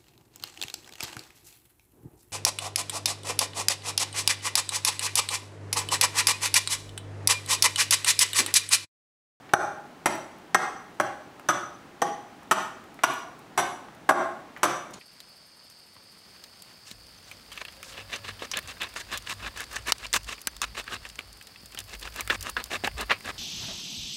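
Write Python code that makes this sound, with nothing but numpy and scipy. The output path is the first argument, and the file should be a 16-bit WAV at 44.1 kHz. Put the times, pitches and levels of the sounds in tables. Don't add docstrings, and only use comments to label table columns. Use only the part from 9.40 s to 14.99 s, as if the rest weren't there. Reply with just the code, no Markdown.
import sys
import numpy as np
from scipy import signal
from scipy.fft import rfft, irfft
from scipy.io import wavfile
from scipy.ndimage import uniform_filter1d

SR = 44100
rng = np.random.default_rng(int(sys.argv[2]) if len(sys.argv) > 2 else 0)


def to_linear_factor(level_db):
    exponent = np.asarray(level_db, float) / 20
    return 10 ** exponent


def bounce(signal):
    frames = np.transpose(np.atleast_2d(signal))
    limited = np.clip(frames, -1, 1)
    pcm = np.round(limited * 32767).astype(np.int16)
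    wavfile.write(sys.argv[1], SR, pcm)


N = 246519


def at_hz(points, hz):
    table_hz, values = np.array(points).T
    return np.interp(np.log(np.maximum(hz, 1)), np.log(table_hz), values)


def colour(x, spectrum):
    gain = to_linear_factor(at_hz(spectrum, np.fft.rfftfreq(len(x), 1 / SR)))
    return irfft(rfft(x) * gain / np.sqrt(np.mean(gain ** 2)), len(x))


def ring(force, hz, t60):
    r, w = to_linear_factor(-60 / (t60 * SR)), 2 * np.pi * hz / SR
    return signal.lfilter([0, np.sin(w)], [1, -2 * r * np.cos(w), r * r], force + 1e-18)


def unit_energy(x):
    return x / np.sqrt(np.sum(x ** 2) / SR)


def bandpass(x, low_hz, high_hz):
    band = [low_hz, min(high_hz, 0.45 * SR)]
    return signal.sosfilt(signal.butter(2, band, "band", fs=SR, output="sos"), x)


def highpass(x, hz):
    return signal.sosfilt(signal.butter(2, hz, "high", fs=SR, output="sos"), x)


def add(track, s, sound):
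    i = round(s * SR)
    track[i:i + len(sound)] += sound[:N - i]


def grit(size, spread_db, per_s):
    heights = to_linear_factor(spread_db * np.minimum(rng.exponential(1, size), 4))
    clicks = heights * rng.choice([-1, 1], size) * (rng.random(size) < per_s / SR)
    return clicks / np.sqrt(np.mean(clicks ** 2) + 1e-12)


# (frequency [Hz], density [dB per Hz])
HUM_SPECTRUM = [(12, -45), (20, -18), (43, -13), (146, -1.5), (277, 2), (558, -6), (802, -2.5), (949, -7),
                (1400, -8.5), (2750, -16), (8180, -27.5), (14700, -36), (16000, -23)]


def hum():
    return to_linear_factor(-49.5) * colour(rng.standard_normal(N), HUM_SPECTRUM)


# (frequency [Hz], decay to -60 dB [s])
ROOM_DECAY = [(80, .45), (250, .52), (800, .6), (1500, .57), (3500, .52), (8000, .5), (15000, .38)]
# (frequency [Hz], level [dB])
ROOM_TONE = [(100, 5.5), (400, 3), (1200, -1), (4000, 1.5), (9000, -4.5), (15000, -8.5)]


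def workshop(x):
    t, gap_s = np.arange(SR) / SR, 0.0015
    edges = 40 * 2 ** np.arange(0, 9.1, 0.5)
    white = rng.standard_normal((2, SR))
    echo = 0
    for k, (low, high) in enumerate(zip(edges, edges[1:])):
        centre_hz = np.sqrt(low * high)
        t60 = at_hz(ROOM_DECAY, centre_hz)
        fade = to_linear_factor(-60 * t / t60) / np.sqrt(t60 * SR / (2 * np.log(1000)))
        echo = echo + to_linear_factor(at_hz(ROOM_TONE, centre_hz)) * bandpass(white[k % 2], low, high) * fade
    echo = echo * (1 - np.exp(-(t / gap_s) ** 2))
    return signal.fftconvolve(x, echo)


def ticks(rows, octaves, lift_db):
    out, t = np.zeros(N), np.arange(SR // 20) / SR
    for s, peak_db, hz, length_s in rows:
        burst = grit(len(t), 0.64, 20000) * np.exp(-t / max(length_s, 0.0005))
        burst = bandpass(burst, hz / 2 ** octaves, hz * 2 ** octaves)
        add(out, s, to_linear_factor(peak_db + lift_db) * burst)
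    return out


# (time [s], peak level [dB], centre [Hz])
SPLINTER_LANDINGS = [
    (0.7537, -43, 12800),
    (0.8094, -58, 12700),
    (3.2274, -48, 15000),
    (3.2575, -51, 13900),
    (3.7375, -38, 13800),
    (3.7908, -49, 13500),
    (5.4181, -56, 12400),
]


def splinters():
    return ticks([(*row, 0.003) for row in SPLINTER_LANDINGS], octaves=0.45, lift_db=3.1)


# (time [s], peak level [dB], centre [Hz])
CHIP_LANDINGS = [(0.9844, -49, 12100), (1.5444, -54, 8270), (1.9954, -43, 7800), (3.0315, -45, 7400),
                 (3.4401, -47, 8000), (3.543, -43, 7900), (3.9908, -42, 9000), (4.549, -46.5, 8200),
                 (5.174, -45, 11400), (5.1804, -48, 8210), (5.508, -41, 8400)]


def chips():
    return ticks([(*row, 0.003) for row in CHIP_LANDINGS], octaves=0.88, lift_db=-4.5)


# (time [s], peak level [dB])
SKITTER_BOUNCES = [
    (5.5343, -37.5),
    (5.5386, -31),
    (5.543, -35),
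    (5.5484, -39),
]


def skitter():
    return ticks([(*row, 4500, 0.0015) for row in SKITTER_BOUNCES], octaves=0.85, lift_db=1.1)


# (time [s], peak level [dB], centre [Hz], length [s])
BARK_BRUSHES = [
    (0.092, -39.5, 1530, 0.006),
    (1.527, -58, 1180, 0.0055),
    (1.997, -34, 1160, 0.0024),
    (3.024, -43, 1020, 0.01),
    (3.59, -33.5, 1240, 0.0044),
    (4.485, -38, 972, 0.0058),
    (5.164, -30, 1290, 0.0021),
    (5.171, -32, 1200, 0.0039),
]


def brushes():
    return ticks(BARK_BRUSHES, octaves=0.72, lift_db=8.5)


# (time [s], jolt level [dB], snap level [dB])
EDGE_CATCHES = [(1.158, -21, 2), (1.609, -13, 10), (2.1, -12, -17), (3.640, -25, 13), (3.660, -13, -17),
                (4.182, -33, -19), (4.192, -4.5, -13), (4.199, -0.5, -21), (4.694, -3, 12.5),
                (4.708, 2.5, -12), (4.720, -1.5, -26), (5.255, -1.5, -29)]


def bite(t, s, travel_s):
    biting = np.exp(-(t / max(1.366 * travel_s, 0.002)) ** 3)
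    force = to_linear_factor(-26.5) * grit(len(t), 2.2, 4000) * biting
    force[0] += 1
    snaps = np.exp(-t / 0.0025)
    for when, jolt_db, snap_db in EDGE_CATCHES:
        late = when - s
        if 0 < late < 0.1:
            force[round(late * SR)] += to_linear_factor(jolt_db)
            snaps = snaps + to_linear_factor(snap_db) * (t > late) * np.exp(-np.abs(t - late) / 0.0042)
    return force, biting, snaps


def floor_thud(force):
    return ring(signal.lfilter([0.06], [1, -0.94], force), 137, 0.044)


# (frequency [Hz], level [dB], decay to -60 dB [s])
BOARD_MODES = [(822, -26, 0.46), (1390, -27.5, 0.25), (371, -24.5, 0.14)]


def boards(contact):
    return sum(to_linear_factor(db) * ring(contact, hz, t60) for hz, db, t60 in BOARD_MODES)


# (frequency [Hz], density [dB per Hz])
TEARING_SPECTRUM = [(300, 15), (1000, 25.5), (2500, 7), (4500, -7.5), (8000, -10), (12000, -18.5),
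                    (16000, -30)]


def tearing(biting, snaps):
    bright_db = 11
    tilted = [(hz, db + bright_db * np.log2(hz / 2000) / 2) for hz, db in TEARING_SPECTRUM]
    fibres = colour(grit(len(biting), 2.5, 15000), tilted)
    return fibres * (biting + 0.5 * snaps)


# (frequency [Hz], level [dB], decay to -60 dB [s])
HEAD_MODES = [(6055, -0.7, 0.13), (5825, 0.3, 0.09), (7900, 10.5, 0.011), (10990, 10, 0.1),
              (3350, 0.5, 0.022), (5480, -16.5, 0.021), (6560, -12, 0.047), (5887, -6.5, 0.13),
              (3270, -26, 0.032), (3562, -4, 0.024), (6150, -8, 0.073), (10250, -13.5, 0.043),
              (15100, -28, .03)]


def steel_head(force, ring_db, lean_db):
    cheek_db = -62
    weaker_db = rng.normal(ring_db + lean_db / 2, 3, len(HEAD_MODES) - 5)
    mix_db = [ring_db + lean_db, ring_db, ring_db - 9.5, ring_db - 13.5 - lean_db / 2, cheek_db, *weaker_db]
    longest_s = 0.14
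    return sum(to_linear_factor(db + more) * unit_energy(ring(force, hz, min(t60, longest_s)))
               for (hz, db, t60), more in zip(HEAD_MODES, mix_db))


# (frequency [Hz], level [dB], decay to -60 dB [s])
BRANCH_MODES = [(201, -15, 0.06), (287, -13.5, 0.03), (393, -8.5, 0.017), (532, -4, 0.012),
                (624, 1.23, 0.02), (684.4, 1, 0.022), (829, -2.5, 0.018), (1002, -3.5, 0.024),
                (1106, 3, 0.02), (1200, -0.5, 0.021), (1275, -2.5, 0.025), (1449, 1, 0.02),
                (1605, -0.2, 0.014), (1832, -3, 0.016), (2125, -8.5, 0.012), (2340, -26, 0.054),
                (2570, -13.5, 0.0039)]


def branch(contact, middle_db, hard_db):
    pitch = np.array(BRANCH_MODES)[:, 0]
    middle_hz, middle_octaves, hard_hz = 1403, 0.39, 1700
    middle = np.exp(-(np.log2(pitch / middle_hz) / middle_octaves) ** 4)
    strengths_db = middle_db * middle + hard_db * (pitch > hard_hz) + rng.normal(0, 1.55, len(pitch))
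    longest_s, knock = 0.028, 0
    for k, ((hz, db, t60), more) in enumerate(zip(BRANCH_MODES, strengths_db)):
        knock = knock + (-1) ** k * to_linear_factor(db + more) * ring(contact, hz, min(t60, longest_s))
    return knock


# (time [s], knock level [dB], travel of the edge [s], tearing level [dB], floor thud level [dB])
HATCHET_BLOWS = [(0.136, 2.5, 0.0045, -21, -17), (0.659, -6, 0.012, -20.5, -25),
                 (1.146, -2.5, 0.009, -19, -36), (1.6, -9, 0.005, -27.5, -11),
                 (2.088, -10.5, 0.02, -24.5, -12.5), (2.619, -6.5, 0.0084, -25.5, -41),
                 (3.112, -4, 0.016, -18.5, -12), (3.636, -7.5, 0.011, -21.5, -9.5),
                 (4.177, -7.5, 0.024, -22.5, -10.5), (4.691, -1.5, 0.024, -26, -19),
                 (5.232, -7.5, 0.019, -18.5, -46)]
# (middle branch modes [dB], hardness of the spot [dB], head ring [dB],
# lean to the head's first mode [dB])
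BLOW_LANDINGS = [(-2.5, -4, -54, 4), (-18, 6, -52.5, -10), (4.5, 1, -52, 4.5), (4.5, 0.5, -64, 4),
                 (7, -1.5, -58, 14), (-7, -13, -63.5, 10), (-3, -19, -53, 1.5), (0, -18, -52.5, -0.5),
                 (-6.5, -6, -52, -4), (-1, -3.5, -54.5, -5), (1.5, 0, -52, 4)]


def blows():
    out, t = np.zeros(N), np.arange(SR // 2) / SR
    for blow, landing in zip(HATCHET_BLOWS, BLOW_LANDINGS):
        s, knock_db, travel_s, tear_db, thud_db = blow
        middle_db, hard_db, ring_db, lean_db = landing
        force, biting, snaps = bite(t, s, travel_s)
        contact = signal.lfilter([0.3], [1, -0.7], force)
        wood = branch(contact, middle_db, hard_db) + boards(contact)
        sound = to_linear_factor(knock_db - 5.5) * wood
        sound = sound + steel_head(force, ring_db, lean_db)
        sound = sound + to_linear_factor(tear_db - 0.3) * tearing(biting, snaps)
        sound = sound + to_linear_factor(thud_db - 21) * floor_thud(force)
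        add(out, s - 0.0005, sound)
    return out


def scene():
    near = blows() + brushes() + chips() + splinters() + skitter()
    near = highpass(near, 155)
    out = near.copy()
    starts = [0, *[row[0] - 0.02 for row in HATCHET_BLOWS[1:]], N / SR]
    for start, end in zip(starts, starts[1:]):
        add(out, start, to_linear_factor(-2.5) * workshop(near[round(start * SR):round(end * SR)]))
    return out[None]


# (threshold [dB], attack [s], release [dB per s], share of the excess taken off)
SLOW_LEVELLER = (-22.5, 0.011, 190, .95)
FAST_LIMITER = (-14, 0.04, 770, .97)


def limiting(x, threshold_db, attack_s, release_db_s, share, size):
    power = uniform_filter1d(x ** 2, size=size, origin=size // 2 - 1)
    level_db = 10 * np.log10(power + 1e-12)
    ramp = release_db_s * np.arange(N) / SR
    held_db = np.maximum.accumulate(level_db + ramp) - ramp
    r = np.exp(-1 / (attack_s * SR))
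    excess_db = signal.lfilter([1 - r], [1, -r], np.maximum(held_db - threshold_db, 0))
    return to_linear_factor(-share * excess_db)


def top_cut(x):
    return signal.sosfilt(signal.butter(12, 16970, fs=SR, output="sos"), x)


def record(dry):
    gain = limiting(dry[0], *SLOW_LEVELLER, size=660)
    gain = gain * limiting(gain * dry[0], *FAST_LIMITER, size=44)
    overload, cutoff_hz = 0.49, 16250
    x = highpass(gain * dry, 95) / overload
    x = overload * x / (1 + x ** 6) ** (1 / 6)
    x = x + gain * hum()
    mix = signal.sosfilt(signal.cheby2(14, 60, cutoff_hz, fs=SR, output="sos"), x)
    return top_cut(mix)


dry = scene()
out = record(dry)
bounce(out)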